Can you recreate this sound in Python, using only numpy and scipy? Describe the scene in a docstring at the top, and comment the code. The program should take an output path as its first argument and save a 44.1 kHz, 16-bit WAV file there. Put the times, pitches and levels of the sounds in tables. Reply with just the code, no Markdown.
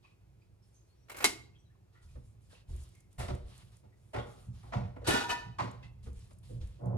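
"""Jar lid and steps in a quiet kitchen

A home kitchen heard by a phone on the stove. Close by, a jar lid is slid and snapped up: rough noise and short modes.
Slippered steps cross a wooden floor as brushing noise and low beating thuds. Further away cabinet doors knock broad
wooden resonances, tinware rattles as many thin modes and a drawer starts to roll, over still air and a low rumble.
"""
import sys
import numpy as np
from scipy import signal
from scipy.fft import rfft, irfft, next_fast_len
from scipy.io import wavfile
from scipy.ndimage import uniform_filter1d

SR = 44100
rng = np.random.default_rng(int(sys.argv[2]) if len(sys.argv) > 2 else 0)


def put_to_file(sound):
    """Save the sound as 16-bit audio at rate SR, in the file named by the first command-line argument."""
    columns = np.atleast_2d(sound).T  # one column per channel
    safe = np.clip(columns, -1, 1)
    whole_steps = np.round(safe * 32767)
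    wavfile.write(sys.argv[1], SR, whole_steps.astype(np.int16))


N = 307664
T = np.arange(N) / SR  # seconds

WANDER_DB = 1.3  # slow unevenness of blows and rings


def undb(db):
    """Decibels to gain."""
    return np.exp(np.asarray(db) * (np.log(10) / 20))


def level(x, db):
    """Scale to an rms level in dB."""
    return x * undb(db) / np.sqrt(np.mean(x ** 2))


def colour(x, points):
    """Shape the spectrum by (Hz, dB) points joined on a log frequency axis."""
    hz, db = np.transpose(points)
    n = next_fast_len(x.shape[-1])
    f = np.maximum(np.arange(n // 2 + 1) * SR / n, 1)
    gain = undb(np.interp(np.log(f), np.log(hz), db))
    return irfft(rfft(x, n) * gain, n)[..., :x.shape[-1]]


def band(x, lo_hz, hi_hz):
    """Band-pass."""
    return signal.sosfilt(signal.butter(2, [lo_hz, hi_hz], "band", fs=SR, output="sos"), x)


def mode(x, hz, t60):
    """One ringing mode, a two-pole resonator; a unit impulse rings with unit size."""
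    r, w = np.exp(-np.log(1000) / (t60 * SR)), 2 * np.pi * hz / SR
    return signal.lfilter([0, r * np.sin(w)], [1, -2 * r * np.cos(w), r * r], x)


def curve(table):
    """A (seconds, dB) curve over time, silent outside it."""
    s, db = np.transpose(table)
    return np.interp(T, s, db, -200, -200)


def swell(s, rise, t60):
    """Envelope that rises smoothly from s on and dies away, top 1."""
    envelope, i = np.zeros(N), int(s * SR)
    t = T[:min(N - i, int(2 * (rise + t60) * SR) + 9)]
    attack = (1 - np.exp(-t / max(rise, 0.0002))) ** 2
    envelope[i:i + len(t)] = attack * np.exp(-np.log(1000) * t / max(t60, 0.004))
    return envelope / envelope.max()


def walk(rate, size=N):
    """Slow chance with about `rate` fresh values a second, smoothed, spread near 1."""
    k = int(SR / rate)
    steps = np.repeat(rng.standard_normal(size // k + 1), k)
    return 1.3 * uniform_filter1d(uniform_filter1d(steps, k), k)[:size]


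def grit(spread_db):
    """Mid and side noise with uneven grain sizes in common, rms 1."""
    grain_db = spread_db * np.minimum(rng.exponential(size=N), 4)
    return level(rng.standard_normal((2, N)) * undb(grain_db), 0)


def favour(hz, favoured_hz, lift_db, octaves):
    """Lift in dB of a mode that lies near the pitch a blow favours."""
    return lift_db * np.exp(-(np.log2(hz / favoured_hz) / octaves) ** 2)


def patchy(x, edges_hz):
    """Overlapping bands, each flickering on its own, rms 1."""
    return level(sum(band(x, lo, hi) * undb(1.1 * walk(30)) for lo, hi in zip(edges_hz, edges_hz[2:])), 0)


def background():
    """Still room air and the low rumble of house and fridge, both shaped noise."""
    # Colour of the still air. Each row: frequency in Hz, relative level in dB per Hz.
    air_colour = [(88, -34), (150, -4), (222, -11.5), (361, -6), (431, -10.5), (555, -14), (1870, -27),
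                  (2550, -25), (2870, -29.5), (4860, -31), (16000, -36)]
    # Colour of the rumble. Each row: frequency in Hz, relative level in dB per Hz.
    rumble_colour = [(12, -55.5), (20, -26), (43, -10.5), (59, 0), (76, -7.5), (107, 0), (128, -2.5),
                     (150, -15.5), (178, -14), (200, -18.5), (260, -34), (440, -120)]
    # The floor trembling under shifting weight. Each row: time in seconds, level in dB.
    tremble = [(0.0, -63.5), (0.56, -61), (0.85, -66), (1.42, -56), (1.92, -64), (2.23, -58), (3.01, -60),
               (3.3, -56.5), (3.71, -55), (3.95, -61), (4.99, -49), (5.3, -53), (5.7, -52), (6.3, -54),
               (6.98, -51.5)]
    air = level(colour(rng.standard_normal((2, N)), air_colour), -75)
    rumble = level(colour(rng.standard_normal((2, N)), rumble_colour), 0)
    return air * undb(0.74 * walk(4.2)) + rumble * undb(curve(tremble))


def scuffs():
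    """Soft brushing in a high and a middle band; each stroke swells and fades."""
    # Soles and cloth brushing. Each row: start in seconds, swell in seconds, fade in seconds,
    # level in dB, middle band in dB relative to that level.
    brushes = [(0.019, 0.015, 0.15, -87, 8.5), (0.39, 0.027, 0.095, -94, 7), (0.6, 0.081, 0.097, -82.5, -5),
               (0.72, 0.028, 0.2, -81.5, -14), (0.87, 0.043, 0.38, -92, 5), (1.92, 0.02, 0.12, -88, 8.5),
               (2.012, 0.022, 0.29, -76, -3.5), (2.23, 0.041, 0.11, -79.5, -25),
               (2.399, 0.035, 0.13, -79.5, -5), (2.49, 0.045, 0.12, -72.5, 5.5),
               (2.668, 0.048, 0.34, -70.5, -0.5), (2.9, 0.053, 0.13, -86, -2.5),
               (3.101, 0.027, 0.082, -78, -9), (3.421, 0.12, 0.22, -71, 3), (3.71, 0.025, 0.096, -73.5, -4),
               (3.955, 0.029, 0.79, -83, -12), (4.24, 0.08, 0.25, -72, -3.5), (4.528, 0.03, 0.41, -76, 2.5),
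               (5.822, 0.0097, 0.086, -83, 14), (6.024, 0.014, 0.11, -73, 0),
               (6.109, 0.079, 0.17, -73, -0.5), (6.299, 0.023, 0.11, -79, -8),
               (6.425, 0.013, 0.23, -70.5, -2.5), (6.6, 0.019, 0.27, -76.5, 3),
               (6.85, 0.013, 0.065, -82, -3)]
    # Colour of the high band. Each row: frequency in Hz, relative level in dB per Hz.
    high_colour = [(1760, -23), (3000, -6), (5840, -1), (9620, 1), (12700, -13), (13700, -23), (15000, -18)]
    grain_db = 3.5  # unevenness of the brushing
    hold = 0.7  # under 1 squares the shoulders of swell and fade
    high = patchy(colour(grit(grain_db), high_colour),
                  [1000, 1800, 2800, 4200, 6000, 8300, 11500, 16000, 20000])
    high = high * undb(1.5 * walk(31))
    middle = patchy(grit(grain_db), [604, 890, 1450, 2235, 3130, 4434]) * undb(1.1 * walk(39))
    ramps = [np.interp(T, [s, s + up, s + up + down], [0, 1, 0]) for s, up, down, *_ in brushes]
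    stroke = np.sin(np.pi / 2 * np.array(ramps)) ** (2 * hold)
    *_, db, middle_db = np.transpose(brushes)
    return high * (undb(db) @ stroke) + middle * (undb(db + middle_db) @ stroke)


def thuds():
    """Joists and panels take up the weight slowly and beat against each other."""
    # Weight landing on floor and carcass. Each row: start in seconds, joists in dB, panels in dB, t60 in seconds.
    landings = [(2.028, -50.5, -69.5, 0.27), (2.133, -46.5, -52, 0.43), (2.685, -36, -48.5, 0.32),
                (2.748, -42, -52, 0.31), (3.176, -39.5, -42, .15), (3.197, -37, -41, 0.33),
                (3.231, -34.5, -51.5, 0.12), (3.289, -35, -36.5, 0.346), (3.43, -44, -66, 0.15),
                (4.139, -45, -43, 0.4), (4.168, -47, -38, 0.19), (4.268, -53, -45.5, 0.089),
                (4.467, -42, -38.5, 0.33), (4.753, -38, -26, 0.25), (4.837, -39, -32, 0.18),
                (5.071, -41.5, -30.5, 0.18), (5.095, -45, -33.5, 0.2), (5.453, -50.5, -40, 0.27),
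                (5.606, -55, -33, 0.27), (5.837, -66, -45.5, 0.13), (6.03, -46.5, -50, 0.13),
                (6.063, -42, -46, 0.408), (6.168, -44.5, -60.5, 0.16), (6.498, -46, -44, 0.23),
                (6.529, -47, -43.5, 0.45), (6.602, -36, -57.5, 0.22), (6.639, -40, -59, 0.21),
                (6.821, -48.5, -35, 0.39), (6.854, -67.5, -29.5, 0.36), (6.937, -42, -28, 0.46)]
    # Low modes of the floor joists. Each row: nominal frequency in Hz, relative level in dB.
    joists = [(28, -9.5), (38, -3), (49, 1.5), (62, 3.5), (74, 5.5)]
    # Modes of the panels. Each row: nominal frequency in Hz, relative level in dB.
    panels = [(104, -5.5), (118, 5.5), (128, 0), (184, -5.5), (235, -14)]
    deep_share = 0.23  # the more a thud goes into the joists, the more it wakes the deepest ones
    out = np.zeros(N)
    chances = rng.standard_normal((len(landings), len(joists + panels), 2))
    for (s, joist_db, panel_db, t60), chance in zip(landings, chances):
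        deep_db = deep_share * (joist_db - panel_db)
        tones = [(f, db + joist_db + deep_db * (f < 55)) for f, db in joists]
        tones += [(f, db + panel_db) for f, db in panels]
        now = slice(int(s * SR), int((s + 1) * SR))
        ring = 0
        for (f, db), (detune, turn) in zip(tones, chance):
            angle = 2 * np.pi * f * (1 + 0.036 * detune) * (T[now] - s) + 0.62 * turn
            ring = ring + undb(db - 5.5) * np.sin(angle)
        out[now] += swell(s, 0.012, t60)[now] * ring
    return out


def wood(drive):
    """Broad resonances of doors and boards, each pushed by drive(Hz)."""
    # Wooden resonances. Each row: frequency in Hz, width in Hz, relative level in dB.
    boards = [(201.7, 21.5, 5.5), (255.3, 64, 4.5), (360, 44.3, 6.5), (405, 81, 2.5), (493, 67, 9.5),
              (525, 147, 5.5), (566, 35, 1.5), (729, 84, 3), (781.4, 64, 1.5), (851, 56, 1.5),
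              (1025, 190, 1.5), (954, 69, -0.5), (1077, 88, -3.5), (1332, 230, 1), (1473, 72, -1.5),
              (1950, 460, -2.5)]
    return sum((-1) ** k * undb(db - 49.0) * np.sqrt(width) * mode(drive(f), f, 1.98 / width)
               for k, (f, width, db) in enumerate(boards))


def drawer():
    """Rollers bump along their runners and shake the wooden box."""
    # The drawer rolling. Each row: time in seconds, level in dB.
    roll = [(6.79, -69), (6.815, -51), (6.85, -47), (6.93, -47), (6.98, -44.5)]
    out, start = np.zeros((2, N)), int(roll[0][0] * SR) - SR // 2
    bumps = grit(2.7)[:, start:]
    out[:, start:] = level(band(wood(lambda f: bumps), 285, 780), 0)
    return undb(curve(roll) + 1.1 * walk(60)) * out


def tinware():
    """Bursts of small collisions ring thin metal over their own clatter; each burst favours other modes."""
    # Tinware jolted when the door slams, and settling. 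Each row: start in seconds, level in dB,
    # brightness in dB relative to that level, favoured pitch in Hz, t60 in seconds.
    jostle = [(5.041, -44.5, -5, 4500, 0.28), (5.064, -30, -5.5, 3900, 0.4), (5.096, -32.5, -2, 3370, 0.37),
              (5.13, -33.5, 2, 1480, 0.18), (5.162, -37, -8, 2520, 0.099), (5.185, -43.5, -14, 832, .12),
              (5.198, -41.5, -6, 2520, 0.19), (5.234, -42, -19, 960, 0.13),
              (5.284, -41.5, -4.5, 837, 0.025), (5.291, -33, 0.5, 2840, 0.053),
              (5.299, -34.5, 1, 2450, 0.06), (5.309, -31.5, -15.5, 955, 0.089),
              (5.325, -39.5, -16, 2520, 0.06), (5.35, -49, -3, 880, 0.037), (5.384, -49.5, -4, 940, 0.13)]
    # Modes of the tin. Each row: frequency in Hz, relative level in dB, t60 in seconds.
    tin = [(826, -9, 0.2), (857, -16, 0.056), (960, -3, 0.15), (1020, -17, 0.13), (1250, -11, 0.2),
           (1465, -1.5, 0.1), (1532, -3.5, 0.049), (1684, -12.5, .1), (1775, -4, 0.16), (1863, -8.5, 0.16),
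           (1977, -4, 0.07), (2220, -15, 0.037), (2556, -0.5, 0.064), (2830, -12.5, 0.048),
           (2610, -17, 0.05), (2930, -2, 0.043), (3013, -2, 0.057), (3416, -7.5, 0.062), (3680, -12.5, .07),
           (3920, -5, 0.044), (4570, -11.5, 0.076), (4700, -16, .08)]
    # Colour of the clatter. Each row: frequency in Hz, relative level in dB per Hz.
    clatter_colour = [(120, -46), (400, -32.5), (800, -14.5), (2000, -11.5), (4000, -8), (8000, -17.5),
                      (12000, -24), (16000, -42)]
    out, start = np.zeros((2, N)), int(jostle[0][0] * SR)
    now = slice(start, start + SR)
    bumps = (grit(2.3) * undb(0.9 * walk(60)))[:, now]
    push = np.array([swell(s, 0.0046, t60)[now] for s, *_, t60 in jostle])
    _, db, bright_db, favoured_hz, _ = np.transpose(jostle)
    ring = 0
    for f, mode_db, t60 in tin:
        lift_db = favour(f, favoured_hz, lift_db=14, octaves=0.12)
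        blows = undb(db + lift_db + (bright_db if f > 2200 else 0)) @ push  # sharp blows wake the upper modes
        uneven = undb(WANDER_DB * walk(30, size=SR))
        ring = ring + undb(mode_db - 37.0) * mode(bumps * blows * uneven, f, t60)
    clatter = colour(bumps * ((undb(db) + undb(db + bright_db)) @ push), clatter_colour)
    out[:, now] = ring + undb(2.0) * clatter
    return out


def clinks():
    """Faint short tones: noise through a narrow resonance, which roughens them."""
    # Faint narrow tones. Each row: start in seconds, frequency in Hz, level in dB, t60 in seconds.
    tones = [(0.038, 2530, -70, 0.3), (0.038, 1140, -71.5, 0.11), (0.415, 2460, -78.5, 0.089),
             (0.41, 4830, -89, 0.12), (0.62, 5350, -83, .15), (0.739, 6330, -72, 0.3),
             (1.53, 2650, -78.5, 0.11), (1.549, 3263, -74, 0.21), (1.58, 5900, -81, 0.19),
             (1.585, 8010, -85, 0.13), (1.69, 1800, -80.5, 0.19), (1.74, 1100, -76, 0.11),
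             (1.94, 1420, -75, 0.36), (1.945, 1890, -74.5, 0.31), (2.02, 1370, -77.5, .12),
             (2.08, 2480, -80, 0.17), (2.525, 955, -73, 0.07), (2.54, 2720, -68, 0.15),
             (2.685, 840, -71, 0.069), (2.94, 2150, -74.5, 0.31), (3.918, 1986, -78, 0.13),
             (4.137, 2360, -57, 0.066), (4.165, 2930, -61, 0.13), (4.178, 3620, -60, 0.066),
             (4.19, 3330, -57.5, 0.12), (4.225, 3530, -70, 0.08), (4.28, 1240, -69.5, 1),
             (5.586, 2320, -55.5, .07), (5.6, 2010, -63, .08), (6.296, 1167, -73.5, 0.068)]
    noise = rng.standard_normal((2, N))
    out = np.zeros((2, N))
    for s, f, db, t60 in tones:
        now = slice(int(s * SR), int(s * SR) + SR // 2)
        narrow = level(mode(noise[:, now], f, 0.02), db) * undb(WANDER_DB * walk(40, size=SR // 2))
        out[:, now] += swell(s, 0.0071, t60)[now] * narrow
    return out


def metal_tap():
    """A small metal thing tapped once: a rough burst of noise wakes a few modes."""
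    # Modes of the metal. Each row: frequency in Hz, relative level in dB, t60 in seconds.
    tap_ring = [(2055, 1.5, 0.063), (2230, -5, .03), (2640, 3.5, 0.05), (3300, -8.5, .03)]
    contact = rng.standard_normal((2, N)) * swell(5.827, 0.00089, 0.2) / 12
    return sum(undb(db - 63.5) * mode(contact * undb(3.2 * walk(60)), f, t60) for f, db, t60 in tap_ring)


def squeaks():
    """Faint gliding tones, each a sine sweeping between two pitches with unsteady level and phase."""
    # Squeaks. Each row: start in seconds, length in seconds, start pitch in Hz, end pitch in Hz, level in dB.
    glides = [(0.86, 0.12, 4070, 4600, -83), (0.938, 0.17, 5640, 5800, -84.5),
              (1.636, 0.062, 4180, 3760, -81.5), (2.496, .05, 1734, 1500, -69.5)]
    out = np.zeros(N)
    for s, length, hz0, hz1, db in glides:
        u = np.clip((T - s) / length, 0, 1)  # progress through the glide
        angle = 2 * np.pi * length * u * (hz0 + (hz1 - hz0) * u / 2) + 0.8 * walk(200)
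        out += undb(db + 3 * walk(99)) * np.sin(np.pi * u) * np.sin(angle)
    return out


def ticks():
    """Small dry ticks: very short bursts of treble noise."""
    # Ticks. Each row: time in seconds, level in dB.
    moments = [(2.7634, -56), (2.8364, -59.5), (2.8904, -61), (2.952, -61.5), (3.0053, -60.5), (3.129, -62),
               (3.351, -55.5), (3.579, -56), (3.768, -60), (5.7127, -55.5), (6.1312, -62), (6.1925, -61.5),
               (6.332, -61.5), (6.386, -61), (6.6728, -62), (6.8577, -62)]
    treble = level(band(rng.standard_normal((2, N)), 6500, 10700), -5)
    return treble * sum(undb(db) * swell(s - 0.001, 0.00066, 0.025) for s, db in moments)


def knocks():
    """Each blow is a bumpy contact that dies away, waking wooden modes with a crack and a fizz on top."""
    # Wooden doors and heels striking. Each row: start in seconds, level in dB, then upper modes, crack and fizz
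    # in dB relative to that level, favoured pitch in Hz, t60 in seconds.
    blows = [(2.151, -53, -10, -19, -27.5, 300, 0.12), (2.52, -65, -16, -12, -21, 480, 0.13),
             (2.687, -60.5, -16, -22, -14, 370, 0.48), (3.179, -57, 11.5, 3, 7, 800, 0.12),
             (3.189, -44.5, 2.5, 2, -2.5, 710, 0.36), (3.281, -36.5, -0.5, -10, -26, 520, 0.036),
             (3.294, -40, -5, -12, -32, 357, 0.11), (3.339, -49, -13, -19.5, -22, 510, 0.08),
             (3.828, -62, -6.5, -14.5, -28, 698, 0.24), (4.131, -43, 3, -11, -15, 703, 0.069),
             (4.139, -38.5, 0.5, -15, -24, 780, 0.1), (4.158, -42, 1, -11, -19, 400, 0.1),
             (4.18, -42.5, 1, -14, -20, 520, 0.14), (4.222, -52.5, 0, -14, -17, 620, 0.1),
             (4.26, -55, 0, -18, -16, 620, 0.17), (4.626, -57, 0, -10, -13, 790, 0.56),
             (4.719, -50, 9.5, -13.5, -43, 700, 0.11), (4.729, -38.5, 1, -11, -43, 639, 0.33),
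             (4.958, -46, -4.5, -44, -30.5, 698, 0.14), (5.013, -51, -10, -18, -28.5, 500, 0.16),
             (5.069, -29, -7.5, 2.5, 0.5, 360, 0.18), (5.083, -35.5, 7.5, -9, -10.5, 357, 0.052),
             (5.102, -31, -14.5, -20.5, -10, 240, 0.05), (5.115, -34.5, -13, -20, -13.5, 250, 0.05),
             (5.132, -36, -17.5, -20, -18.5, 250, .06), (5.15, -45, 8, -18.5, -16.5, 400, 0.12),
             (5.583, -40.5, 11, -1.5, -32, 965, 0.081), (5.598, -43.5, 5, -5, -26.5, 800, 0.11),
             (5.613, -44.5, 1.5, -4.5, -24, 500, 0.32), (6.055, -52, -4.5, -14.5, -24, 402.4, 0.19),
             (6.303, -60.5, -2, -2.5, -19, 503, 0.1), (6.488, -54.5, -41, -21, -20, 440, 0.54),
             (6.609, -61.5, -9.5, 5, -19, 400, 0.12)]
    bumps = grit(2.8) * undb(WANDER_DB * walk(90))
    push = np.array([swell(s, 0.0043, t60) for s, *_, t60 in blows])
    _, db, upper_db, crack_db, fizz_db, favoured_hz, _ = np.transpose(blows)

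    def drive(f):
        """Bumpy force on one wooden mode, stronger near each blow's favoured pitch."""
        lift_db = favour(f, favoured_hz, lift_db=7.5, octaves=0.17)
        force = undb(db + (upper_db if f > 600 else 0) + lift_db) @ push
        return bumps * undb(WANDER_DB * walk(18)) * force

    body = band(wood(drive), 130, 9000)
    crack = level(band(bumps, 1300, 5520), -10) * (undb(db + crack_db) @ push)
    fizz = level(band(grit(2.4), 7100, 10800), -9.5) * (undb(db + fizz_db) @ push)
    return body + crack + fizz


def lid():
    """The lid catches on the glass top in fits of rough noise and ringing, then snaps free."""
    # The lid catching on its way to the snap. Each row: start in seconds, level in dB,
    # treble in dB relative to that level, t60 in seconds.
    slide = [(1.082, -62.5, -15.5, .05), (1.095, -47.5, -8, 0.072), (1.114, -53, -5, 0.12),
             (1.142, -50.5, -16.5, 0.1), (1.164, -52, 2, 0.1), (1.182, -51.5, -4, 0.083),
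             (1.203, -45.5, -8.5, 0.12), (1.222, -47, -8, 0.14)]
    # Colour of the snap. Each row: frequency in Hz, relative level in dB per Hz.
    snap_colour = [(150, -49.5), (250, -13.5), (421, -8.5), (988, -5), (1280, -8.5), (1470, -6),
                   (1790, -17.5), (1950, -1.5), (2320, -5.5), (3980, -7), (10500, -9.5), (12800, -16),
                   (16000, -41)]
    # Modes of the lid. Each row: frequency in Hz, relative level in dB, t60 in seconds.
    lid_ring = [(2155, 0.5, 0.048), (2513, -5.5, .025), (3970, 0, 0.02), (1107, -4, 0.026),
                (1918, 0.5, 0.018)]
    # Low tones of the stove top after the snap. Each row: frequency in Hz, level in dB relative to
    # the snap, t60 in seconds.
    stove_tones = [(260, -29, .25), (323, -25.5, 0.47), (425, -17.5, 0.045), (660, -24, 0.044)]
    snap_s, snap_db, snap_t60_s = 1.2418, -21, 0.073

    catch = np.array([swell(s, 0.0027, t60) for s, *_, t60 in slide])
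    _, db, treble_db, _ = np.transpose(slide)
    grate = grit(2.9) * undb(WANDER_DB * walk(90))
    sing = sum(undb(ring_db) * mode(grate * undb(WANDER_DB * walk(34)), f, t60) for f, ring_db, t60 in lid_ring)
    rough = level(band(grate, 250, 2100), -0.85) + level(band(grate, 1900, 2300), -15.0) + level(sing, -13.5)
    fine = level(band(grit(2.9), 5000, 16000), 0) * undb(WANDER_DB * walk(69))
    sliding = (undb(db) @ catch) * rough + (undb(db + treble_db) @ catch) * fine

    hit = grit(2.2) * swell(snap_s, 0.00018, snap_t60_s)
    ring = sum(undb(ring_db - 25.5) * mode(hit, f, t60) for f, ring_db, t60 in lid_ring)
    noise = level(colour(rng.standard_normal((2, N)), snap_colour), 0)
    burst = band(noise * swell(snap_s, 0.00049, snap_t60_s), 480, 14000)
    # the glass top shivers on
    shiver = band(noise, 300, 11000) * undb(-13.5 + WANDER_DB * walk(74)) * swell(snap_s, 0.0037, 0.23)
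    tick = level(band(grate, 9000, 17500), -12) * swell(snap_s, 0.0002, 0.02)
    stove = sum(undb(tone_db) * level(mode(grate, f, 0.092), 0) * swell(snap_s, 0.0072, t60)
                for f, tone_db, t60 in stove_tones)
    return sliding + undb(snap_db) * (burst + shiver + ring + tick + stove)


def room(x, build_s, scale):
    """Diffuse kitchen echo: noise that builds up and decays band by band, about unit energy in each."""
    # Echo decay. Each row: band centre in Hz, t60 in seconds before scaling.
    decay = [(150, 1), (500, 0.68), (1500, 0.49), (4000, 0.51), (9000, 0.4)]
    t, tail = T[:SR], 0
    edges = [40] + [np.sqrt(a[0] * b[0]) for a, b in zip(decay, decay[1:])] + [18000]
    for (_, t60), lo, hi in zip(decay, edges, edges[1:]):
        shape = (1 - np.exp(-t / build_s)) * np.exp(-np.log(1000) * t / (t60 * scale))
        tail = tail + band(rng.standard_normal((2, SR)), lo, hi) * shape / np.sqrt(np.sum(shape ** 2))
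    return signal.fftconvolve(x[None], tail, axes=1)[:, :N]


def waver(x):
    """The echo's delay drifts slightly and slowly, which blurs held tones."""
    at = np.arange(N) + 0.00012 * SR * walk(25)  # drift in seconds, turned to samples
    return np.array([np.interp(at, np.arange(N), channel) for channel in x])


def wide(mid, side):
    """Left and right of two microphone ports: the left leads in phase, the rest is unrelated; bass is common."""
    # The mid sound a quarter cycle early. Each row: frequency in Hz, side minus mid in dB.
    early_share = [(40, -21.5), (110, -16.5), (250, -2), (600, -5), (2000, -6), (5000, -6.5), (8000, -7),
                   (10500, -25.5), (12500, 6.5)]
    # The unrelated sound. Each row: frequency in Hz, side minus mid in dB.
    side_share = [(40, -23.5), (110, -12.5), (250, -7.5), (600, 1), (2000, -2), (5000, -0.5), (8000, -2),
                  (10500, -18), (12500, 6)]
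    early = -signal.hilbert(mid, next_fast_len(N)).imag[:N]
    return mid + (colour(early, early_share) + colour(side, side_share)) * np.array([[1], [-1]])


def scene():
    """Near lid, far cabinets, floor and air, as mid and side, then spread to left and right."""
    far = drawer() + tinware() + clinks() + metal_tap() + squeaks() + ticks() + knocks()
    near = lid()
    near_echo = undb(-14.5) * room(near[0], build_s=0.0035, scale=0.81)
    far_echo = undb(-8.5) * room(far[0], build_s=0.011, scale=0.93)
    mid, side = near + far + waver(near_echo + far_echo) + scuffs() + background()
    return wide(mid + thuds(), side)


def record(dry):
    """The two ports differ in the bass; the treble falls off above 12 kHz and ends at 16.9 kHz."""
    # Lean of the bass. Each row: frequency in Hz, left minus right in dB.
    lean = [(30, -1), (60, 0.5), (125, -3.5), (250, -2.5), (500, -0.5)]
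    # Treble roll-off. Each row: frequency in Hz, gain in dB.
    treble_fall = [(12300, -0.5), (13400, -7), (15900, -11.5)]
    hz, db = np.transpose(lean)
    leaning = np.array([colour(dry[0], np.c_[hz, db / 2]), colour(dry[1], np.c_[hz, -db / 2])])
    cut = signal.ellip(8, 0.2, 70, 16900, fs=SR, output="sos")
    return signal.sosfilt(cut, colour(leaning, treble_fall))


dry = scene()
out = record(dry)
put_to_file(out)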